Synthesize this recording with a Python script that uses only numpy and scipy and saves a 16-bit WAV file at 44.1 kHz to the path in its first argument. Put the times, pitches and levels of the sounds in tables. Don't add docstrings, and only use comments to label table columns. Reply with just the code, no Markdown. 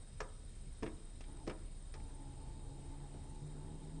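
import sys
import numpy as np
from scipy import signal
from scipy.fft import rfft, irfft
from scipy.io import wavfile
from scipy.ndimage import uniform_filter1d

SR = 44100
rng = np.random.default_rng(int(sys.argv[2]) if len(sys.argv) > 2 else 0)


def wav_out(sig):
    wavfile.write(sys.argv[1], SR, np.round(np.clip(np.atleast_2d(sig).T, -1, 1) * 32767).astype(np.int16))


N = 4 * SR

# t/s, level/dB in each of the five IMPACT_BANDS_HZ, rattle time constant/s
IMPACTS = [(0.2027, -60, -33.5, -32.5, -39.5, -39, 0.0068), (0.2124, -60, -33, -43, -52, -54, .015),
           (.8235, -40, -46, -53, -47, -56, .006), (.829, -28, -34.5, -41, -41, -46, 0.0062),
           (.8395, -40.5, -36, -49, -50, -61, 0.0049), (.8555, -47, -52, -56, -55, -64, 0.0055),
           (.861, -44, -38.5, -45.5, -41, -59, 0.012), (.876, -42, -45.5, -54, -59, -68, 0.0072),
           (1.2058, -51, -54, -53.5, -48, -52, 0.0084), (1.238, -72, -70, -67, -48.5, -61, .005),
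           (1.368, -64, -55, -60, -55, -61, .003), (1.467, -57, -53, -51, -53, -58, .006),
           (1.474, -32, -30.5, -41.5, -43, -45.5, 0.0079), (1.4955, -39, -40.5, -41.5, -42.5, -50, 0.01),
           (1.509, -44, -41, -50, -52, -65, 0.011), (1.9382, -53, -50.5, -52, -50.5, -49.5, .009),
           (1.95, -60, -52, -56, -62, -68, 0.016), (1.999, -70, -66, -67, -54.5, -68, .005),
           (3.14, -59, -45.5, -62, -63, -70, 0.01)]
IMPACT_BANDS_HZ = 261, 510, 1230, 2710, 5500
# f/Hz, relative level/dB, T60/s
STEEL_MODES = [(136, -10, 0.16), (215, -5, .1), (278, -2.5, 0.064), (319, -12, .42), (352.5, -1, 0.068),
               (433, 0, 0.087), (508, -12.5, .16), (636, -6.5, 0.11), (759, -11.5, 0.1), (1051, -9.5, .07),
               (1253, -11, 0.093), (1480, -20.5, .09), (1770, -9, 0.074), (2370, -13, 0.1),
               (5270, -7.5, 0.031)]
# f/Hz, relative level/dB
RATTLE_SPECTRUM = [(60, -8), (200, 0.5), (330, 5), (450, 1.5), (700, 5.5), (1000, 6.5), (2000, 4),
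                   (3000, -.5), (4000, -3.5), (5300, 0.5), (7000, -6), (9500, -16), (11500, -30)]
# f/Hz, T60/s
ECHO_DECAY = [(150, 0.9), (400, .55), (1300, 0.44), (3000, 0), (8000, 0.5)]
# f/Hz, relative level/dB
ECHO_SPECTRUM = [(150, -10), (330, -6.5), (480, -13), (700, -7.5), (1300, -7.5), (3000, -11), (8000, -17)]
# f/Hz, bandwidth/Hz, level/dB
CHORUS_BANDS = [(3185, 200, -85), (3743, 110, -79.5), (4110, 400, -83), (5020, 400, -84), (8290, 740, -73),
                (8860, 370, -75.5)]
# f/Hz, bandwidth/Hz, pulse rate/Hz, first pulse t/s, half sweep/Hz, pulse sharpness,
# level/dB at the start, middle and end
NEAR_INSECTS = [(8966, 110, 18.3, 0.0218, 222, 1.8, -74.5, -74, -78),
                (8157, 140, 18.6, .022, 160, 2.2, -73, -79.5, -87),
                (5060, 200, 64.4, .005, 72, 1, -81.5, -85, -92),
                (7190, 170, 18.1, .03, 80, 1.1, -100, -84.5, -84.5)]
# t/s, firing rate/Hz, relative level/dB
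ENGINE_RUN_UP = [(0, 58, -79), (1.4, 63.96, -64.5), (1.8, 65, -69.5), (2.3, 67, -60.5), (2.9, 69.05, -57),
                 (3.3, 71.42, -56.5), (3.7, 75.5, -53), (4, 79.47, -54.5)]
# multiple of the firing rate, relative level/dB
ENGINE_HARMONICS = [(1, -17.5), (2, 0), (3, -12.5), (4, -13), (5, -13), (6, -19.5), (7, -24)]
# f/Hz, relative level/dB
ROAR_SPECTRUM = [(20, -13.5), (60, 0.5), (110, -2), (200, -10), (450, -18.5), (700, -26), (1400, -37),
                 (4000, -59)]
# f/Hz, level/dB, rms wander/Hz, rms flutter/dB
DRONE_TONES = [(29.9, -51, 0.48, 1), (81.1, -61.5, 1.8, 3.5)]
# start t/s, end t/s, relative level/dB
MOTOR_SPANS = [(1.238, 1.475, -64.5), (1.933, 4.1, -64.5)]
# f/Hz, bandwidth/Hz, relative level/dB
MOTOR_RESONANCES = [(277.2, 14, 1), (336, 48, -5.5), (445, 76, -8), (656, 240, -9), (823, 20, -8.5),
                    (881.7, 18, -6), (988, 28, -16), (900, 660, -13)]
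# centre t/s, duration/s, level/dB at the crest
LOW_BUMPS = [(.15, 0.053, -52), (.68, 0.15, -54.5), (1.927, 0.27, -57), (2.396, .07, -49.5),
             (2.51, 0.074, -51.5), (2.673, 0.077, -50), (3.423, .05, -53)]
# f/Hz, relative spectral density level/dB
AIR_SPECTRUM = [(10, -83.5), (25, -76), (55, -75.5), (110, -81.5), (190, -88), (400, -97), (700, -101),
                (1300, -107.5), (1900, -108), (2600, -110.5), (4200, -111.5), (6200, -114), (7400, -112),
                (9500, -113), (10200, -118), (10900, -130), (11800, -135)]


def clunks():
    direct = np.zeros(N)
    for start, *levels_db, rattle_decay_s in IMPACTS:
        add(direct, start, impact(levels_db, rattle_decay_s))
    return direct + yard_echo(direct)


def impact(levels_db, rattle_decay_s, ring_db=-3.5, ring_rise_s=0.0026, rattle_rise_s=0.0028):
    t = np.arange(SR // 2) / SR
    force = list(zip(IMPACT_BANDS_HZ, levels_db))
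    ring = 0
    for hz, db, t60 in STEEL_MODES:
        envelope = amp(db + value_at(force, hz)) * np.exp(-np.log(1000) * t / t60)
        ring += envelope * np.sin(2 * np.pi * (hz * t + rng.random()))
    ring *= np.minimum(t / ring_rise_s, 1)
    rattle = coloured(coloured(rng.standard_normal(len(t)), RATTLE_SPECTRUM), force)
    rattle *= np.minimum(t / rattle_rise_s, 1)
    rattle *= np.exp(-np.maximum(t - rattle_rise_s, 0) / rattle_decay_s)
    return amp(ring_db) * ring + rattle


def yard_echo(direct, rise_s=0.014):
    hz, _, spectra = signal.stft(rng.standard_normal(SR), SR, nperseg=256)
    t = np.arange(spectra.shape[1]) * 128 / SR
    damping = np.log(1000) / value_at(ECHO_DECAY, hz)[:, None]
    decay = np.exp(-damping * t) * np.sqrt(2 * damping / SR)
    colour = amp(value_at(ECHO_SPECTRUM, hz))[:, None]
    tail = signal.istft(spectra * decay * colour, SR, nperseg=256)[1]
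    tail *= np.minimum(np.arange(len(tail)) / SR / rise_s, 1)
    return signal.fftconvolve(direct, tail)[:N]


def insects(jitter_cycles=0.07):
    t = np.arange(N) / SR
    out = sum(amp(db) * noise_band(hz, width) for hz, width, db in CHORUS_BANDS)
    for hz, width, rate, first, half_sweep, sharpness, *levels in NEAR_INSECTS:
        strokes = (t - first) * rate + jitter_cycles * noise_band(0, 6)
        offset = (strokes + .5) % 1 - .5
        pulse = 0.13 + abs(np.cos(np.pi * offset)) ** (2 * sharpness)
        blur = noise_band(0, width) + 1j * noise_band(0, width)
        pitch = hz - 2 * half_sweep * offset
        tone = (blur * np.exp(2j * np.pi * np.cumsum(pitch) / SR)).real
        level_db = np.interp(t, np.linspace(0, t[-1], len(levels)), levels)
        out += unit_rms(pulse * tone) * amp(level_db)
    return out


def rising_engine(wander=0.01187, flutter_db=3, roar_db=-5):
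    t = np.arange(N) / SR
    times, rates, levels = np.transpose(ENGINE_RUN_UP)
    firing_hz = np.interp(t, times, rates) * (1 + wander * noise_band(0, 24.8))
    harmonics = sum(amp(db) * wavering(k * firing_hz, flutter_db) for k, db in ENGINE_HARMONICS)
    roar = amp(roar_db) * unit_rms(coloured(rng.standard_normal(N), ROAR_SPECTRUM))
    return amp(np.interp(t, times, levels)) * (harmonics + roar)


def droning_engine():
    return sum(amp(db) * wavering(hz + wander * noise_band(0, 8), flutter_db)
               for hz, db, wander, flutter_db in DRONE_TONES)


def wavering(hz, flutter_db):
    tone = np.sin(2 * np.pi * np.cumsum(hz) / SR)
    return unit_rms(tone * amp(flutter_db * noise_band(0, 15)))


def small_motor(ramp_s=0.028):
    t = np.arange(N) / SR
    running = sum(amp(db) * np.clip(np.minimum(t - start, end - t) / ramp_s, 0, 1)
                  for start, end, db in MOTOR_SPANS)
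    return running * sum(amp(db) * noise_band(hz, width) for hz, width, db in MOTOR_RESONANCES)


def bumps():
    t = np.arange(N) / SR
    swells = sum(amp(db) * np.exp(-(2 * (t - centre) / length) ** 2) for centre, length, db in LOW_BUMPS)
    return swells * noise_band(hz=65, width_hz=71)


def air(gain_db=0.5, patch_db=1.5):
    hiss = coloured(rng.standard_normal(N), AIR_SPECTRUM) * np.sqrt(SR / 2)
    spectra = signal.stft(hiss, SR, nperseg=512)[2]
    patches = uniform_filter1d(rng.standard_normal(spectra.shape), size=8, axis=0)
    patches = unit_rms(uniform_filter1d(patches, size=14, axis=1))
    return signal.istft(spectra * amp(gain_db + patch_db * patches), SR, nperseg=512)[1][:N]


def noise_band(hz, width_hz):
    f = np.fft.rfftfreq(N, 1 / SR)
    bell = .5 ** (2 * ((f - hz) / width_hz) ** 2)
    return unit_rms(irfft(rfft(rng.standard_normal(N)) * bell, N))


def coloured(x, spectrum):
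    hz = np.fft.rfftfreq(len(x), 1 / SR)
    return irfft(rfft(x) * amp(value_at(spectrum, hz)), len(x))


def value_at(curve, hz):
    f, values = np.transpose(curve)
    return np.interp(np.log(hz + 1), np.log(f + 1), values)


def amp(db):
    return 10 ** (np.asarray(db) / 20)


def unit_rms(x):
    return x / np.sqrt(np.mean(abs(x) ** 2) + 1e-30)


def add(mix, start_s, sound):
    part = mix[round(start_s * SR):][:len(sound)]
    part += sound[:len(part)]


def scene():
    mix = clunks() + air() + insects() + droning_engine() + rising_engine() + small_motor() + bumps()
    return mix[None]


def record(dry, cutoff_hz=11700):
    low_pass = signal.firwin(511, cutoff_hz, window=("kaiser", 9), fs=SR)
    return signal.oaconvolve(dry, low_pass[None], "same")


dry = scene()
out = record(dry)
wav_out(out)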